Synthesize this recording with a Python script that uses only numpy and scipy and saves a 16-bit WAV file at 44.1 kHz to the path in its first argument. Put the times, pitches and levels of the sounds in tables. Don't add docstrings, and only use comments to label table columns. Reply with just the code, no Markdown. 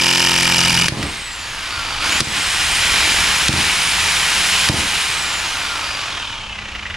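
import sys
import numpy as np
from scipy import signal
from scipy.fft import rfft, irfft
from scipy.io import wavfile
from scipy.ndimage import uniform_filter1d, map_coordinates

SR = 44100
rng = np.random.default_rng(int(sys.argv[2]) if len(sys.argv) > 2 else 0)


def persist_wave(psi):
    counts = np.round(np.clip(psi, -1, 1) * 32767).astype(np.int16)
    wavfile.write(sys.argv[1], SR, np.atleast_2d(counts).T)


N = 306936
TIME = np.arange(N) / SR
FREQS = np.maximum(np.fft.rfftfreq(N, 1 / SR), 1)

FREE_HZ, CUT_HZ = 9040, 8718
WHINE_PER_STROKE, WHINE_PER_TURN = 198.5, 20
CUT_END_S = .875
LOOSEN_S, LOOSE_S = 0.25, 0.8
STEADY_TIGHT, STEADY_LOOSE = .66, .22
RASP_DB = -13.5
BOOM_TIGHT_DB, BOOM_LOOSE_DB = -30, -22.5
BUZZ_TIGHT_DB, BUZZ_LOOSE_DB = -29, -33

# pitch in Hz, width in Hz, relative level in dB, place in the stroke from 0 to 1.
BLADE_RESONANCES = [(908, 24, 3.5, 0.63), (1300, 41, 9, 1), (1815, 34, 10.5, 0.73), (2340, 250, 8, 0.08),
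                    (2820, 570, 0, 0.67), (2883, 67, 13, 1), (3280, 92, -12, 0.8), (3830, 400, -4, 0.77),
                    (4860, 190, 8, 0.54), (5600, 360, 3.5, 0.64), (5960, 200, -5.5, 0.68),
                    (7070, 960, -4.5, 0.97), (8870, 160, -0.5, 0.91), (9870, 290, -5, .93)]
# frequency in Hz, relative density in dB per Hz.
RASP_COLOUR = [(240, -49), (400, -13), (795, -4), (898, 3), (1110, -6), (1310, -1), (2050, -2), (2240, 0),
               (2910, 1), (4060, -4), (4880, -0.5), (6520, -12.5), (10300, -14), (14000, -25), (15300, -54)]
# multiple of the stroke rate, relative level in dB.
BOARD_ORDERS = [(1, -18), (2, -8), (3, -1), (4, 1), (5, -10), (6, 4), (7, -24), (8, 3), (9, -8), (10, -18),
                (11, -33), (12, -6)]


def cutting(strokes):
    boom_db = loosening(BOOM_TIGHT_DB, BOOM_LOOSE_DB)
    buzz_db = loosening(BUZZ_TIGHT_DB, BUZZ_LOOSE_DB)
    loose = 1 - loosening(STEADY_TIGHT, STEADY_LOOSE)
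    bite = teeth(strokes) * from_db(2.6 * loose * drift(30))
    shaken = strokes + 0.024 * loose * drift(68)

    ringing = 0
    for hz, width, db, place in BLADE_RESONANCES:
        touch = lobe(shaken, place, width=.072) + .16
        ringing = ringing + resonance(bite * touch, hz, width, db)
    ringing = rms_one(signal.sosfilt(signal.butter(6, 10500, fs=SR, output="sos"), ringing))

    firm = lobe(shaken, centre=.955, width=.06)
    light = .42 * lobe(shaken, centre=.61, width=.08)
    contact = firm + light + .2
    scraping = colour(teeth(strokes) * contact, RASP_COLOUR)
    rasp = from_db(-2.5) * ringing + from_db(-4.5) * scraping

    tones = []
    for order, db in BOARD_ORDERS:
        tones.append(from_db(db) * np.sin(2 * np.pi * (round(order) * shaken + rng.random())))
    boom, buzz = rms_one(sum(tones[:5])), rms_one(sum(tones[5:]))
    boards = from_db(boom_db) * boom + from_db(buzz_db) * buzz
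    boards *= 1 + 0.13 * loose * drift(60)
    until_cut_ends = np.clip((CUT_END_S - TIME) / .014, 0, 1)
    return (from_db(RASP_DB) * rasp + boards) * until_cut_ends


def teeth(strokes):
    steady = loosening(STEADY_TIGHT, STEADY_LOOSE)
    place = strokes % 1 * SR * WHINE_PER_STROKE / CUT_HZ
    pattern = rms_one(map_coordinates(rng.standard_normal(2048), [place], order=3, mode="wrap"))
    return np.sqrt(steady) * pattern + np.sqrt(1 - steady) * grains(per_s=9000, spread_db=3)


def loosening(tight, loose):
    return np.interp(TIME, [LOOSEN_S, LOOSE_S], [tight, loose])


# pressed in seconds, let go in seconds.
TRIGGER_HELD = [(0, 1.15), (2.0, 5.01)]


def powered():
    return sum((TIME >= on) & (TIME < off) for on, off in TRIGGER_HELD) * 1.0


BIND_S, BIND_HZ_PER_S = .55, 520
SPIN_UP_S, HARD_PULL_HZ, COAST_S = .45, 2440, 1.5
STEP_S = .001

# start in seconds, crack level in dB, thud level in dB,
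# loss per rebound in dB, motor speed lost in Hz of whine (negative is a gain).
KNOCKS = [(0.883, 4, -5, 35, 650.5), (0.913, -33, -3, 8, 0), (0.986, -24, -13.5, 16, 0),
          (1.028, -15.5, -16, 12, 0.5), (2.205, 6, -2.5, 29, 0), (2.263, -24, -14, 8, -0.5),
          (3.483, 1.5, 0, 7, 140.5), (4.688, 2, 3.5, 12, 159.5)]


def motor_speed(power):
    ticks = np.arange(0, TIME[-1], STEP_S)
    checks = {int(s / STEP_S): lost_hz for s, *_, lost_hz in KNOCKS}
    speeds = []
    for tick, (s, on) in enumerate(zip(ticks, np.interp(ticks, TIME, power))):
        if s < CUT_END_S:
            hz = CUT_HZ - BIND_HZ_PER_S * max(s - BIND_S, 0)
        else:
            lag = FREE_HZ - hz
            pull = lag * (1 + lag / HARD_PULL_HZ) / SPIN_UP_S
            friction = -hz / COAST_S
            hz += STEP_S * (pull if on else friction) - checks.get(tick, 0)
        speeds.append(hz)
    return np.interp(TIME, ticks, speeds)


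RATTLE_DB, RATTLE_DB_PER_OCTAVE = -19.5, 8
HISS_DB, HISS_DB_PER_OCTAVE = -23, 13.5
POWER_DB, HISS_POWER_DB, EFFORT_DB = 1, 1.5, 10
FULL_SLACK = 0.55
HISS_FACING = 1.23
CLACK_RING_DB, CLACK_RING_HZ, CLACK_RING_WIDTH_HZ = -29.5, 2780, 350

# time in seconds, level towards the listener in dB.
FACING = [(.9, -6.5), (1.06, -9), (1.27, -8.5), (1.95, 2.5), (2.35, -1.5), (3.05, 1.73), (3.75, 0),
          (4.6, 1.5), (4.85, -1.67), (6.08, 3.1), (6.5, -1), (6.96, 2.5)]
# frequency in Hz, relative density in dB per Hz.
RATTLE_COLOUR = [(71, -1), (120, -12), (189, -6.5), (250, -14.5), (452, -13), (580, -15), (805, -4.5),
                 (1050, -5), (1150, -4.5), (1230, -3), (2260, -0.5), (3130, -1), (3380, -4), (4210, -5),
                 (5000, -11.5), (6500, -72), (11000, -120)]
# frequency in Hz, relative density in dB per Hz.
COASTING_COLOUR = [(300, -8.5), (450, -16.5), (550, -11), (770, -7), (900, -4), (1000, -4.5), (1200, -1),
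                   (1400, -3.5), (1750, -4.5), (2000, -7.5), (2200, -4), (3000, -4.5), (3500, -7),
                   (5000, -14)]
# frequency in Hz, relative density in dB per Hz.
HISS_COLOUR = [(3000, -0.5), (4200, -8), (5100, 1), (6000, -3.5), (7400, -3.5), (8300, -7), (9400, -7.5),
               (10200, -5), (11000, -12.5), (12000, -19.5), (14200, -22.5), (15000, -93)]


def mechanism(strokes, whine_hz, trigger, take_up_s=0.033, clack_place=0.25):
    power = fade(trigger, take_up_s) / (take_up_s * SR)
    slowness, octaves = 1 - whine_hz / FREE_HZ, np.log2(whine_hz / FREE_HZ)
    effort = power * slowness
    facing_db, = in_time(FACING)
    rattle_db = RATTLE_DB + RATTLE_DB_PER_OCTAVE * octaves + POWER_DB * power
    rattle_db = rattle_db + EFFORT_DB * effort + facing_db
    hiss_db = HISS_DB + HISS_DB_PER_OCTAVE * octaves + HISS_POWER_DB * power
    hiss_db = hiss_db + EFFORT_DB * effort + HISS_FACING * facing_db

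    slack = np.clip(FULL_SLACK * slowness, 0, 1)
    one_end = lobe(strokes, clack_place, width=.085)
    other_end = .95 * lobe(strokes, clack_place + .5, width=.075)
    clacks = rms_one(one_end + other_end)
    beat = np.sqrt(1 - slack + slack * (clacks * from_db(.9 * drift(25))) ** 2)

    fast = np.clip((whine_hz - 3500) / 5000, 0, 1)
    rattle = np.sqrt(fast) * colour(beat * grains(per_s=8000, spread_db=2.5), RATTLE_COLOUR)
    rattle += np.sqrt(1 - fast) * colour(beat * grains(per_s=7000, spread_db=3.0), COASTING_COLOUR)

    hiss = colour(np.sqrt(beat) * grains(per_s=22000, spread_db=4.0), HISS_COLOUR)
    dull = rms_one(resonance(hiss, hz=5230, width=4000, db=0))
    bright = np.clip((whine_hz - 2800) / 3000, .15, 1)
    hiss = bright * hiss + (1 - bright) * dull

    clack_noise = colour(clacks ** 2 * rng.standard_normal(N), COASTING_COLOUR)
    ring = slack * rms_one(resonance(clack_noise, CLACK_RING_HZ, CLACK_RING_WIDTH_HZ, db=0))
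    impacts = from_db(rattle_db) * rattle + from_db(hiss_db) * hiss
    impacts += from_db(CLACK_RING_DB + facing_db) * ring
    after_cut = np.clip((TIME - CUT_END_S) / 0.0013, 0, 1)
    return after_cut * impacts + motor(whine_hz, beat, power, effort)


WHINE_EFFORT_DB, HOUSING_EFFORT_DB = 33, 28
HOUSING_POWERED_DB, HOUSING_COASTING_DB = -37, -37
HUSH_HZ, HUSH_DB_PER_OCTAVE = 3340, 22

# whine pitch in Hz, level in dB.
WHINE_COLOUR = [(2400, -47), (3200, -46), (3900, -57), (4600, -40), (4950, -35), (5350, -46), (6600, -38),
                (7100, -37.5), (7700, -35.5), (8200, -37.5), (9000, -43)]
# time in seconds, gain in dB.
WHINE_SWELL = [(.9, -22), (1.1, 1), (1.8, -9), (2.15, 0), (2.5, 1.5), (2.75, 12.5), (3.15, -16), (3.85, 13),
               (4.2, 5), (4.6, 7.5), (6, 2.5)]
# multiple of the shaft speed, relative level in dB.
MOTOR_ORDERS = [(5, -2.5), (13, 0), (16, 7), (18, 7.5)]
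# pitch in Hz, width in Hz, gain in dB.
HOUSING_RESONANCES = [(940, 40, -13), (1165, 23, 1), (1404, 200, 10), (1940, 190, 1), (2470, 370, -8),
                      (3000, 230, -8), (4570, 220, 1)]


def motor(whine_hz, beat, power, effort):
    hz, db = np.transpose(WHINE_COLOUR)
    swell_db, = in_time(WHINE_SWELL)
    whine_db = np.interp(whine_hz, hz, db) + swell_db + WHINE_EFFORT_DB * effort
    ring_db = power * HOUSING_POWERED_DB + (1 - power) * HOUSING_COASTING_DB + HOUSING_EFFORT_DB * effort
    ring_db += HUSH_DB_PER_OCTAVE * np.minimum(np.log2(whine_hz / HUSH_HZ), 0)

    turns = np.cumsum(whine_hz * (1 + .0016 * drift(70))) / SR / WHINE_PER_TURN
    whine = from_db(whine_db + 3.7 * drift(25)) * np.sin(2 * np.pi * WHINE_PER_TURN * turns)
    jerked = turns + 0.011 * drift(57)
    tones = 0
    for order, db in MOTOR_ORDERS:
        tones = tones + from_db(db + 2 * drift(40)) * np.sin(2 * np.pi * round(order) * jerked)
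    driven = signal.sosfilt(signal.butter(4, 5000, fs=SR, output="sos"), tones * beat ** 2)
    return whine + from_db(ring_db) * sum(resonance(driven, *mode) for mode in HOUSING_RESONANCES)


REBOUND_STROKES = 2
GLANCING_DB = 3

# frequency in Hz, relative density in dB per Hz.
CRACK_COLOUR = [(200, 14), (700, -8.5), (1500, 7), (3200, 7), (5000, 8.5), (7000, -2.5), (10000, 0),
                (12000, -38), (15000, -36)]
# frequency in Hz, relative density in dB per Hz.
TREMBLE_COLOUR = [(80, 7), (130, -5), (220, 2), (320, -1), (430, -6), (620, -8.5), (900, -4.5)]
# pitch in Hz, gain in dB, time to fall by 60 dB in seconds.
FENCE_MODES = [(91.5, -11, 0.098), (136, -1.5, 0.069), (173, -11.5, 0.1), (223, -3, 0.056),
               (315, -1.5, 0.056), (356, -11, 0.038), (460, -8.5, 0.037), (586, 4.5, 0.019)]


def knocks(whine_hz, crack_s=0.0041, flex_s=0.00893, push_s=0.0014, tremble_s=0.064, tremble_db=-21):
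    cracks, pushes = np.zeros(N), np.zeros(N)
    for s, crack_db, thud_db, loss_db, _ in KNOCKS:
        rebound_s = REBOUND_STROKES * WHINE_PER_STROKE / whine_hz[int(s * SR)]
        for k in range(4):
            hit_s = s + k * rebound_s
            cracks[int(hit_s * SR)] += from_db(crack_db - k * loss_db - (k > 0) * GLANCING_DB)
            pushes[int((hit_s + flex_s) * SR)] += from_db(thud_db - k * loss_db)
    out = fade(cracks, crack_s) * colour(rng.standard_normal(N), CRACK_COLOUR)
    out += from_db(tremble_db) * fade(pushes, tremble_s) * colour(rng.standard_normal(N), TREMBLE_COLOUR)
    force = fade(pushes, push_s) / (push_s * SR)
    force = signal.sosfilt(signal.butter(2, 80, "high", fs=SR, output="sos"), force)
    for hz, db, t60 in FENCE_MODES:
        r, w = np.exp(-np.log(1000) / (t60 * SR)), 2 * np.pi * hz / SR
        out += from_db(db) * signal.lfilter([0, np.sin(w)], [1, -2 * r * np.cos(w), r * r], force)
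    return out


BRUSH_THRUM_DB = -10

# firmest touch in seconds, half length in seconds, level in dB.
BRUSHES = [(2.126, 0.054, -22), (3.044, 0.32, -23.5), (4.2, 0.79, -37.5)]
# pitch in Hz, width in Hz, relative level in dB.
BRUSH_RESONANCES = [(1900, 150, -6), (2295, 290, 9), (2980, 400, -5), (3740, 83, -13), (4630, 140, -13)]


def brushing(strokes):
    touch = sum(from_db(db) * bump(s, half_s) for s, half_s, db in BRUSHES)
    fibres = grains(per_s=6000, spread_db=3.5)
    graze = fibres * (lobe(strokes, centre=0.44, width=0.12) + 0.096)
    scrape = rms_one(sum(resonance(graze, *mode) for mode in BRUSH_RESONANCES))
    return touch * (scrape + from_db(BRUSH_THRUM_DB) * colour(graze, TREMBLE_COLOUR))


# start in seconds, level in dB.
LATE_CLACKS = [(6.751, -27), (6.855, -19), (6.9, -21), (6.942, -23)]
# pitch in Hz, width in Hz, relative level in dB.
CLAMP_RESONANCES = [(2000, 81, 9), (2700, 220, -3)]


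def late_clacks(clack_s=0.0083):
    hits = np.zeros(N)
    for s, db in LATE_CLACKS:
        hits[int(s * SR)] = from_db(db)
    noise = colour(rng.standard_normal(N), COASTING_COLOUR)
    return fade(hits, clack_s) * rms_one(sum(resonance(noise, *mode) for mode in CLAMP_RESONANCES))


YARD_T60_S = .3

# delay in seconds, level against the direct sound in dB.
ECHOES = [(.0021, -29), (.0057, -23), (0.013, -26)]
# frequency in Hz, level against the direct sound in dB.
SCATTER = [(60, -24), (250, -16), (500, -12), (1000, -9.5), (3000, -9.5), (8000, -9), (13000, -7)]
# frequency in Hz, phase by which left leads in radians.
PORT_PHASE = [(30, 0), (300, -.05), (1000, -.2), (3300, -.45), (12000, -.45)]
# frequency in Hz, left minus right in dB.
PORT_BALANCE = [(60, 0.0), (110, -2.5), (200, -1), (380, -0.5), (700, -1.0), (1280, -0.5), (2370, -1),
                (4370, 0.0), (8060, 0.0), (14900, 0.5)]


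def yard(x):
    left_right = np.array([[1], [-1]])
    age = TIME[:SR // 2]
    response = rng.standard_normal((2, len(age))) * np.exp(-np.log(1000) * age / YARD_T60_S)
    response /= np.sqrt(np.sum(response ** 2, axis=1, keepdims=True))
    scatter = rfft(signal.fftconvolve(x[None], response, axes=1)[:, :N]) * from_db(per_bin(SCATTER))
    direct = x + sum(from_db(db) * np.interp(TIME - s, TIME, x, left=0) for s, db in ECHOES)
    ports = rfft(direct) * np.exp(.5j * per_bin(PORT_PHASE) * left_right)
    balance = from_db(.5 * per_bin(PORT_BALANCE) * left_right - .5)
    return irfft((ports + scatter) * balance, N)


RUMBLE_DB = -39
HUM_HZ, HUM_DB, HUM_FULL_S, HUM_RISE_S = 206, -42.5, 6.6, 0.33

# middle in seconds, half length in seconds, dB added.
RUMBLE_SWELLS = [(1.9, 0.14, 6), (2.95, 0.58, 4), (5.3, 0.44, -2.5), (6.95, 0.37, 3)]
# frequency in Hz, relative density in dB per Hz.
RUMBLE_COLOUR = [(22, -3.5), (40, -7.5), (55, -4.5), (75, -6.5), (105, -8), (140, -14.5), (280, -29.5),
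                 (500, -23.5)]


def background():
    rumble_db = RUMBLE_DB + sum(db * bump(s, half_s) for s, half_s, db in RUMBLE_SWELLS)
    rumble = from_db(rumble_db) * colour(rng.standard_normal(N), RUMBLE_COLOUR)
    swell = np.exp(np.minimum(TIME - HUM_FULL_S, 0) / HUM_RISE_S)
    hum = swell * from_db(HUM_DB + 2 * drift(1.4)) * np.sin(2 * np.pi * HUM_HZ * TIME)
    return rumble + hum


def from_db(db):
    return 10 ** (np.asarray(db) / 20)


def rms_one(x):
    return x / np.sqrt(np.mean(x ** 2) + 1e-20)


def in_time(rows):
    s, *columns = np.transpose(rows)
    return [np.interp(TIME, s, c) for c in columns]


def per_bin(points):
    hz, value = np.transpose(points)
    return np.interp(np.log(FREQS), np.log(hz), value)


def colour(x, spectrum):
    low_skirt = 1 + (.8 * spectrum[0][0] / FREQS) ** 8
    high_skirt = 1 + (FREQS / spectrum[-1][0] / 1.2) ** 12
    skirts = 1 / np.sqrt(low_skirt * high_skirt)
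    return rms_one(irfft(rfft(x) * from_db(per_bin(spectrum)) * skirts, N))


def drift(rate):
    hz = np.fft.rfftfreq(8192, TIME[-1] / 8192)
    slow = rms_one(irfft(rfft(rng.standard_normal(8192)) / (1 + (hz / rate) ** 2)))
    return np.interp(TIME, np.linspace(0, TIME[-1], len(slow)), slow)


def grains(per_s, spread_db):
    sizes = from_db(spread_db * np.minimum(rng.exponential(1, N), 4)) * rng.choice([-1, 1], N)
    return rms_one(sizes * (rng.random(N) < per_s / SR))


def lobe(strokes, centre, width):
    return np.exp((np.cos(2 * np.pi * (strokes - centre)) - 1) / (2 * np.pi * width) ** 2)


def bump(s, half_s):
    return np.exp(-((TIME - s) / half_s) ** 2)


def fade(pulses, seconds):
    return signal.lfilter([1], [1, -np.exp(-1 / (seconds * SR))], pulses + 1e-18)


def resonance(x, hz, width, db):
    r = np.exp(-np.pi * width / SR)
    poles = [1, -2 * r * np.cos(2 * np.pi * hz / SR), r * r]
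    return from_db(db) * (1 - r * r) / 2 * signal.lfilter([1, 0, -1], poles, x)


def scene():
    trigger = powered()
    whine_hz = motor_speed(trigger)
    strokes = np.cumsum(whine_hz) / SR / WHINE_PER_STROKE
    saw = cutting(strokes) + mechanism(strokes, whine_hz, trigger) + late_clacks()
    return yard(saw + brushing(strokes) + knocks(whine_hz)) + background()


CUTOFF_HZ = 14800


def record(dry, limit_db=-9.5, release_db_per_s=80, attack_s=0.00038):
    power = uniform_filter1d(np.mean(dry ** 2, axis=0), size=132)
    over = np.maximum(10 * np.log10(np.maximum(power, 1e-12)) - limit_db, 0)
    release = release_db_per_s * TIME
    held = np.maximum.accumulate(over + release) - release
    duck_db = -fade(held, attack_s) / (attack_s * SR)
    limited = np.clip(dry * from_db(duck_db), -1, 1)
    return signal.sosfilt(signal.ellip(10, .1, 80, CUTOFF_HZ, fs=SR, output="sos"), limited)


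dry = scene()
out = record(dry)
persist_wave(out)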